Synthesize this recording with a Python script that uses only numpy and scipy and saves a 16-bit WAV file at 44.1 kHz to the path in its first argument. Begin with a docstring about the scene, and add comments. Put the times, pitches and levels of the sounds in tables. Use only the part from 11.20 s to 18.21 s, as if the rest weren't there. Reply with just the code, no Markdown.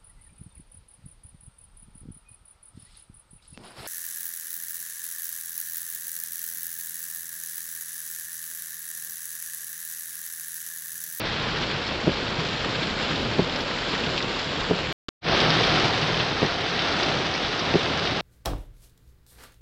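"""Inside a car crawling along a dirt road in heavy rain: coloured noise and thousands of tiny splashes make the
wash, pitched rings with short spatters make the nearer drops, and drifting low tones make the engine boom.
Wipers knock by ringing a panel at the foot of each sweep; wet rubber hisses, and short low rings make soft thuds.
Midway the sound cuts out, a sliver slips through, and a louder stretch of road fades in."""
import sys
import numpy as np
from scipy import signal
from scipy.io import wavfile
from scipy.ndimage import uniform_filter1d

SR = 44100
rng = np.random.default_rng(int(sys.argv[2]) if len(sys.argv) > 2 else 0)


def generate_wav(signal):
    """Clip the signal to [-1, 1] and save it as 16-bit WAV at the path in sys.argv[1]."""
    frames = np.transpose(np.atleast_2d(signal))
    scaled = np.clip(frames, -1, 1) * 32767
    pcm = np.round(scaled).astype(np.int16)
    wavfile.write(sys.argv[1], SR, pcm)


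N = 309141
SLIVER_END_S = 3.8908  # the second stretch of road takes over the rain colour here

# how hard it rains, one table a stretch of road: start_s, level_db,
# low_db (tilt under about 900 Hz), spray_db (tilt around 7 kHz)
RAIN_LEVELS = [
    [(0.0, -28, 3.5, -5), (0.2, -25, -1.5, -3), (0.74, -27, 1.5, -1), (1.2, -26.5, 1, 0.5),
     (1.75, -25.5, 0.5, 3), (2.05, -26.5, 3.5, 0.5), (2.3, -26.5, 1, 0.5), (2.5, -26.5, 1, 2.5),
     (2.65, -27, 0.5, 1.5), (2.75, -24, 0.5, 1.5), (3.0, -27, 1.5, 2), (3.35, -26, 0.5, 2),
     (3.72, -28, 1.5, 2.5), (3.86, -28.5, -12.5, 9), (3.92, -28, -9.5, 6.5)],
    [(4.0, -32, -1.5, -6), (4.1, -24, 2, -10), (4.2, -21, -1, -1), (4.27, -22.5, 1, -6),
     (4.35, -22.5, -1, 0), (4.48, -22, -1, -3), (4.6, -22.5, 0, 0), (4.72, -25, -1, 1.5),
     (5.0, -26, -0.5, -1.5), (5.4, -27.5, -2, -1.5), (5.65, -25.5, -1, -1.5), (5.78, -26, 0.5, 1.5),
     (5.88, -26, 1.5, 1), (6.05, -27.5, -1.5, 0), (6.2, -27.5, -1.5, -0.5), (6.55, -27.5, 0.5, -1),
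     (7.0, -27.5, 0, -0.5)],
]
# wipers landing at the foot of a sweep: hit_s, level_db, lowest_mode_db, upper_tuning_ratio,
# first_blade_lead_s, first_blade_db (against the second), rebound_after_s, rebound_db,
# slack_lead_s (linkage taken up ahead of the first blade), slack_db, first_blade_sharpness_db
WIPER_KNOCKS = [(0.879, -11, -13, 0.94, 0.0064, -8, 0.015, -7.5, 0.0066, -14, 5),
                (2.1972, -11, -5, 0.93, 0.0044, -3.5, 0.023, -12.5, 0.008, -11, 1),
                (3.5137, -12, -11, 1.04, 0.0042, -2, 0.019, -11, 0.0095, -9.5, -1),
                (5.2333, -13.5, -2, 0.94, 0.00425, -2.5, 0.016, -6.5, 0.0093, -4.5, 1.5),
                (6.5548, -11.5, -8, 0.99, 0.0088, -8.5, 0.00267, -5.5, 0.006, -6, 6.5)]


def gain_of(db):
    """Decibels to an amplitude factor."""
    return 10 ** (np.asarray(db) / 20)


def evened(x):
    """Scales to rms 1."""
    return x / np.sqrt(np.mean(x ** 2) + 1e-20)


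def read(points, hz):
    """Reads a spectrum in dB, interpolated along a log frequency axis."""
    f, value = np.transpose(points)
    return np.interp(np.log(hz + 1), np.log(f + 1), value)


def column(tables, t, order):
    """Reads one column of the joined road tables at times t."""
    rows = np.vstack(tables)
    return np.interp(t, rows[:, 0], rows[:, order])


def add(mix, s, sound):
    """Mixes a sound in at time s."""
    part = mix[round(s * SR):][:len(sound)]
    part += sound[:len(part)]


def blobs(frames, bins, long, wide):
    """A random time-frequency field of soft patches, rms 1."""
    field = rng.standard_normal((frames, bins)).T
    across_bins = uniform_filter1d(field, wide, 0)
    return evened(uniform_filter1d(across_bins, long, 1))


def ring(hz, cycles, glide, size=600):
    """A splash: soft start, a few cycles dying away, a slight pitch glide; size in samples."""
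    u = np.arange(size) / SR * hz / cycles
    swell = 4 * u * np.exp(1 - 4 * u)  # peaks at 1
    return swell * np.sin(2 * np.pi * cycles * u * (1 + glide * u))


def echoed(x, t60_s=.04, wet_db=-7.):
    """The small padded cabin: a short tail of sparse reflections."""
    taps = np.zeros(4000)
    at = np.arange(40, 3980, 20) + rng.integers(0, 20, 197)
    taps[at] = rng.choice([-1., 1.], len(at)) * gain_of(-60 * at / SR / t60_s)
    tail = signal.oaconvolve(x, taps / np.linalg.norm(taps))[:N]
    return x + gain_of(wet_db) * tail


def shower(splashes_per_s=7000., ticks_per_s=200., spread_db=2.7, cycles=1.8, tick_db=-11.5, wash_db=2.0):
    """Splashes of many pitches and hard ticks over a smooth wash, before the cabin colours them."""
    size = gain_of(spread_db * np.minimum(rng.exponential(1, N), 5))
    size = size * (rng.random(N) < splashes_per_s / SR)
    kind, splashes = rng.integers(0, 32, N), np.zeros(N)
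    for k, hz in enumerate(np.geomspace(1200, 9000, 32)):
        splash = ring(hz, cycles * rng.uniform(0.53, 2.14), rng.uniform(-0.25, 0.49))
        splashes += signal.oaconvolve(size * (kind == k), np.sqrt(hz) * evened(splash))[:N]

    hits = gain_of(4.0 * np.minimum(rng.exponential(1, N), 3)) * (rng.random(N) < ticks_per_s / SR)
    glass = signal.butter(2, 1200., "highpass", fs=SR, output="sos")
    ticks = gain_of(tick_db) * splashes.std() * evened(signal.sosfilt(glass, hits))

    # drops land in clumps of a few milliseconds
    clumps_db = 1.5 * evened(np.convolve(rng.standard_normal(N), np.hanning(350), "same"))
    drops = evened(echoed(gain_of(clumps_db) * (splashes + ticks)))
    return drops + gain_of(wash_db) * rng.standard_normal(N)


def level_flicker(t):
    """Small random flicker of the rain level in dB, as a sum of bell-shaped bumps."""
    # small random flicker of the rain level: middle_s, half_width_s, change_db
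    bumps = [(0.08, 0.013, 2), (0.43, .015, 1), (0.6, 0.013, -1), (0.78, 0.013, -1), (1.15, .02, -1.5),
             (1.21, 0.017, 1), (1.75, .02, -3), (1.83, .02, 2), (1.93, 0.011, 1), (2.07, 0.016, -1),
             (2.27, .012, -2), (2.44, 0.011, -3), (2.54, 0.017, -1), (2.6, 0.026, 1), (2.7, 0.016, 1.5),
             (2.83, 0.011, -0.5), (2.97, 0.011, 1), (3.21, .015, 2), (3.58, .015, 1.5), (4.42, .015, -1),
             (4.71, .015, -1), (5.14, 0.03, -1), (5.37, 0.0099, -2.5), (5.46, 0.013, -0.5),
             (5.59, .015, -1), (5.74, .02, -0.5), (5.83, .012, 0.5), (5.94, 0.017, -0.5), (6.17, 0.028, -1),
             (6.23, 0.013, 0), (6.5, 0.011, 2), (6.61, 0.014, 2.5), (6.87, 0.0095, 0)]
    return sum(db * np.exp(-.5 * ((t - s) / half) ** 2) for s, half, db in bumps)


def rain(patchy_db=0.47, gusty_db=0.47, roof_hz=910.0, spray_hz=7220.0):
    """The shower through roof and glass; gusts flicker across wide bands, patches drift."""
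    # colour of the rain in the cabin, one table a stretch of road: pitch_hz, density_db (dB per Hz)
    cabin_colour = [
        [(30, -4), (100, -11), (240, -7), (340, -9.5), (500, -8), (640, -12), (1250, -13), (1450, -11.5),
         (2000, -14.5), (3300, -13), (4300, -16), (5200, -21.5), (5700, -27), (6300, -33.5), (7000, -34.5),
         (7600, -37), (8450, -51), (8650, -57)],
        [(30, -9), (55, -8), (100, -6), (150, -7), (200, -6.5), (400, -3.5), (500, -5.5), (600, -6),
         (710, -4.5), (900, -9), (1250, -8.5), (1450, -9), (2500, -11.5), (3600, -10), (4900, -15.5),
         (5700, -22), (6300, -28), (7000, -37), (8450, -43), (8650, -62)],
    ]
    hz, t, z = signal.stft(shower(), SR, nperseg=1024, noverlap=768)
    # flatten the average spectrum so that the cabin alone sets the colour
    average_power = uniform_filter1d((abs(z) ** 2).mean(1), size=3)
    flat = z / np.sqrt(average_power)[:, None]

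    colour_db = np.array([read(points, hz) for points in cabin_colour]).T
    colour_db = colour_db - 80 * (hz > 9000)[:, None]
    shape_db = colour_db[:, (t > SLIVER_END_S).astype(int)]

    roof = 1 / (1 + (hz / roof_hz) ** 4)
    spray = 1 / (1 + ((hz - spray_hz) / 850.) ** 4)
    shape_db = shape_db + np.outer(roof, column(RAIN_LEVELS, t, order=2))
    shape_db = shape_db + np.outer(spray, column(RAIN_LEVELS, t, order=3))

    patches = blobs(len(t), len(hz), long=10, wide=16)
    gusts = blobs(len(t), len(hz), long=3, wide=120)
    shape_db = shape_db + patchy_db * patches + gusty_db * gusts
    shape_db = shape_db + np.outer(1 - roof, level_flicker(t))  # the flicker spares the lows

    body = signal.istft(flat * gain_of(shape_db), SR, nperseg=1024, noverlap=768)[1][:N]
    return evened(body) * gain_of(column(RAIN_LEVELS, np.arange(N) / SR, order=1))


def big_drops(cycles=5.6, tail_db=3.0, tail_s=0.0043, spread=1.6, top_hz=5570.0):
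    """Each large drop ticks on the glass and spatters around its own pitch; its top is cut away steeply."""
    # large single drops: start_s, level_db (of the tick), pitch_hz
    drop_hits = [(0.6783, -24, 3300), (0.7213, -25, 3260), (1.02, -26, 1480), (1.631, -23, 3350),
                 (1.958, -23.5, 3380), (2.296, -22, 3540), (2.36, -24, 3800), (2.405, -22.5, 3400),
                 (2.752, -22, 1800), (2.838, -22, 2600), (2.862, -24.5, 3600), (2.9778, -17, 3200),
                 (2.9, -27, 5200), (2.987, -27, 4100), (3.0046, -20, 1950), (3.0256, -21.5, 3500),
                 (3.167, -28.5, 1160), (4.078, -24.5, 1340), (4.161, -28, 1580), (4.203, -17, 3460),
                 (4.304, -13.5, 3700), (4.3181, -17, 2200), (4.352, -23, 1550), (4.4343, -17, 2920),
                 (4.575, -16.5, 1420), (4.697, -26, 1100), (4.829, -17, 2650), (5.003, -20, 2490),
                 (5.262, -17.5, 3650), (5.293, -25, 1430), (5.536, -29, 1490), (5.592, -16.5, 3040),
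                 (5.628, -27, 1320), (5.7244, -19.5, 4600), (5.7438, -21, 1420), (5.829, -25, 2300),
                 (5.832, -19, 4470), (5.86, -28, 4200), (5.89, -19, 2640), (5.916, -25, 1490),
                 (6.14, -21, 4300), (6.393, -18, 4300), (6.539, -16.5, 2550), (6.8224, -25, 1500),
                 (6.862, -22, 3600), (6.873, -17.5, 2940)]
    out, t = np.zeros(N), np.arange(900) / SR
    for (s, db, hz), noise in zip(drop_hits, rng.standard_normal((len(drop_hits), 900))):
        band = signal.butter(2, [hz / spread, hz * spread], "bandpass", fs=SR, output="sos")
        spatter = signal.sosfilt(band, noise * np.exp(-t / tail_s))
        add(out, s, gain_of(db) * ring(hz, cycles, 0.019, size=900))
        add(out, s, gain_of(db + tail_db) * spatter)
    dull = signal.cheby2(8, 50, top_hz * 1.3, fs=SR, output="sos")
    return signal.sosfilt(dull, echoed(out))


def engine(firing_hz=39.96, middle_db=-40., sweep_s=1.25, turn_db=9.5, turn_s=0.073):
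    """Multiples of the firing rate; the cabin booms on the upper ones, steadily under load, loosely otherwise."""
    # engine load, one table a stretch of road: start_s, boom_db, third_order_db (extra weight)
    engine_load = [
        [(0, -43.5, 3), (.4, -47.5, -2), (.57, -44, -4), (.72, -55, -4), (1.05, -56, 4), (1.25, -42, 0),
         (1.4, -57, 6), (1.75, -54, -2), (2.05, -39, 1), (2.5, -65, 1), (3.3, -49, -2), (3.7, -45, -4)],
        [(4.1, -37, -2), (4.21, -35, 6), (4.29, -22, -5), (4.38, -30, 5), (4.56, -34, -8), (4.62, -49, 0),
         (4.7, -38, 3), (4.9, -33.5, 2), (5.1, -40, 2), (5.25, -49, -2), (5.55, -41, -8), (5.75, -44, -2),
         (6.15, -45, -2), (6.4, -42, -1), (6.7, -38, 1), (7.0, -43.5, -3)],
    ]
    # orders: multiple, level_db (against middle_db, at middle load),
    # looseness_hz (width of each of two smoothers in a row), follow (of the load, 0-1)
    firing_orders = [(1, -8, 7.4, 0.15), (2, -5, 13, 0.05), (3, 1, 33, 0.37), (4, 3.5, 32, 0.66)]
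    t, out = np.arange(N) / SR, np.zeros(N)
    # the boom swells as the wipers turn over at the top of the glass, half a sweep before the knock
    turning = sum(np.exp(-.5 * ((t - s + sweep_s / 2) / turn_s) ** 2) for s, *_ in WIPER_KNOCKS)
    load_db = column(engine_load, t, order=1) + turn_db * turning
    third_db = column(engine_load, t, order=2)
    steady = np.clip((load_db + 43) / 9, .15, .9)  # the share of pure tone grows with load

    drift = uniform_filter1d(uniform_filter1d(rng.standard_normal(N), size=9000), size=9000)
    turns = np.cumsum(firing_hz * (1 + 0.01549 * evened(drift))) / SR
    for multiple, db, width, follow in firing_orders:
        r = np.exp(-np.pi * width / SR)
        loose = rng.standard_normal(N) + 1j * rng.standard_normal(N)
        for _ in range(2):
            loose = signal.lfilter([1 - r], [1, -r], loose)
        wander = np.sqrt(steady) + np.sqrt(1 - steady) * loose / loose.std()
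        tone = wander * np.exp(2j * np.pi * multiple * turns)
        level_db = db + middle_db + follow * (load_db - middle_db) + (multiple == 3) * third_db
        out += gain_of(level_db) * tone.real
    return out


def wipers(push_s=0.00012, low_hz=128.0, dull_db=9.5):
    """Each blow is a soft push that rings the panel below the glass; the panel radiates no deep bass."""
    # modes of the panel under the wipers: pitch_hz, level_db, t60_s
    panel_modes = [(171, -6, 0.06), (255, -6, 0.024), (397, 4, 0.033), (565, -3, 0.027), (710, -15, 0.014),
                   (913, -14.5, 0.012)]
    t, out = np.arange(5000) / SR, np.zeros(N)
    for (s, db, weight_db, tuning, lead, first_db, rebound_s, rebound_db,
         slack_s, slack_db, sharp_db) in WIPER_KNOCKS:
        modes = np.array([gain_of(d - 60 * t / t60) * np.sin(2 * np.pi * hz * (tuning if k else 1) * t)
                          for k, (hz, d, t60) in enumerate(panel_modes)])
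        panel = gain_of(db) * (gain_of(weight_db) * modes[0] + modes[1:].sum(0))
        # the first blade and the rebound land duller, with extra lowest mode
        low = gain_of(db + dull_db) * modes[0]
        add(out, s - lead - slack_s, gain_of(slack_db) * panel)
        add(out, s - lead, gain_of(first_db) * (gain_of(sharp_db) * panel + low))
        add(out, s, panel)
        add(out, s + rebound_s, gain_of(rebound_db) * (panel + low))
    push = np.exp(-.5 * (np.arange(-60, 61) / SR / push_s) ** 2)
    out = np.convolve(out, push / push.sum(), "same")
    return signal.sosfilt(signal.butter(2, low_hz, "highpass", fs=SR, output="sos"), out)


def whispers(low_hz=10200., high_hz=12400.0):
    """Wet rubber whispering on the glass: short swells of narrow, very high hiss."""
    # strokes: start_s, length_s, level_db
    strokes = [(1.79, .07, -75), (1.88, .08, -75), (1.94, .11, -72.5), (2.36, .08, -68)]
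    level = np.zeros(N)
    for s, length, db in strokes:
        add(level, s, gain_of(db) * signal.windows.tukey(round(length * SR), .6))
    band = signal.butter(4, [low_hz, high_hz], "bandpass", fs=SR, output="sos")
    return level * evened(signal.sosfilt(band, rng.standard_normal(N)))


def thuds(cycles=4.3):
    """Each thud is a few soft low cycles that swell and die away."""
    # soft low thuds; the one at 3.885 is a low push that gives the sliver its bass:
    # start_s, level_db, pitch_hz
    low_hits = [(0.279, -26, 257), (0.539, -24, 148), (0.84, -25, 220), (1.184, -26, 156), (1.52, -30, 139),
                (1.585, -26.5, 157), (2.835, -24, 237), (2.862, -25, 158), (3.885, -30, 340),
                (4.645, -22, 149), (4.834, -27, 133), (5.824, -22, 363), (5.958, -24, 154),
                (6.001, -23, 420), (6.916, -24, 286)]
    out = np.zeros(N)
    for s, db, hz in low_hits:
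        add(out, s, gain_of(db) * ring(hz, cycles, -0.016, size=4000))
    return out


def fizz(patchy_db=3.5, under_rain_db=-49.5):
    """Faint patchy hiss that tops the rain and follows its level."""
    # thin fizz above the steep edge near 8.5 kHz: pitch_hz, density_db (dB per Hz)
    fizz_colour = [(8000, -2), (9500, 0.5), (10900, 1), (12000, -5), (13500, -10), (15300, -14.5)]
    hz, t, z = signal.stft(rng.standard_normal(N), SR, nperseg=256)
    shape_db = read(fizz_colour, hz)[:, None] - 80 * (hz < 8500)[:, None]
    shape_db = shape_db + patchy_db * blobs(len(t), len(hz), long=6, wide=8)
    top = signal.istft(z * gain_of(shape_db), SR, nperseg=256)[1][:N]
    return evened(top) * gain_of(under_rain_db + column(RAIN_LEVELS, np.arange(N) / SR, order=1))


def scene():
    """All sources summed at one microphone on the dashboard."""
    return (rain() + big_drops() + engine() + wipers() + whispers() + thuds() + fizz())[None]


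def record(dry, cut_s=3.7266, sliver_s=3.8846, fade_s=4.010, fade_length_s=.064, edge_hz=15450):
    """Bass roll-off of the microphone, the hard cut, the sliver, the fade-in, then the band limit."""
    thin = signal.sosfilt(signal.butter(3, 25., "highpass", fs=SR, output="sos"), dry)
    t = np.arange(N) / SR
    fade = np.sin(np.pi / 2 * np.clip((t - fade_s) / fade_length_s, 0, 1)) ** 2
    # the sliver opens hard and closes in under a millisecond
    sliver = (t > sliver_s) * np.clip((SLIVER_END_S - t) / 0.0005, 0, 1)
    gate = (t < cut_s) + gain_of(2.0) * sliver + fade
    band_limit = signal.firwin(511, edge_hz, window=("kaiser", 9), fs=SR)
    return signal.oaconvolve(thin * gate, band_limit[None], "same")


dry = scene()
out = record(dry)
generate_wav(out)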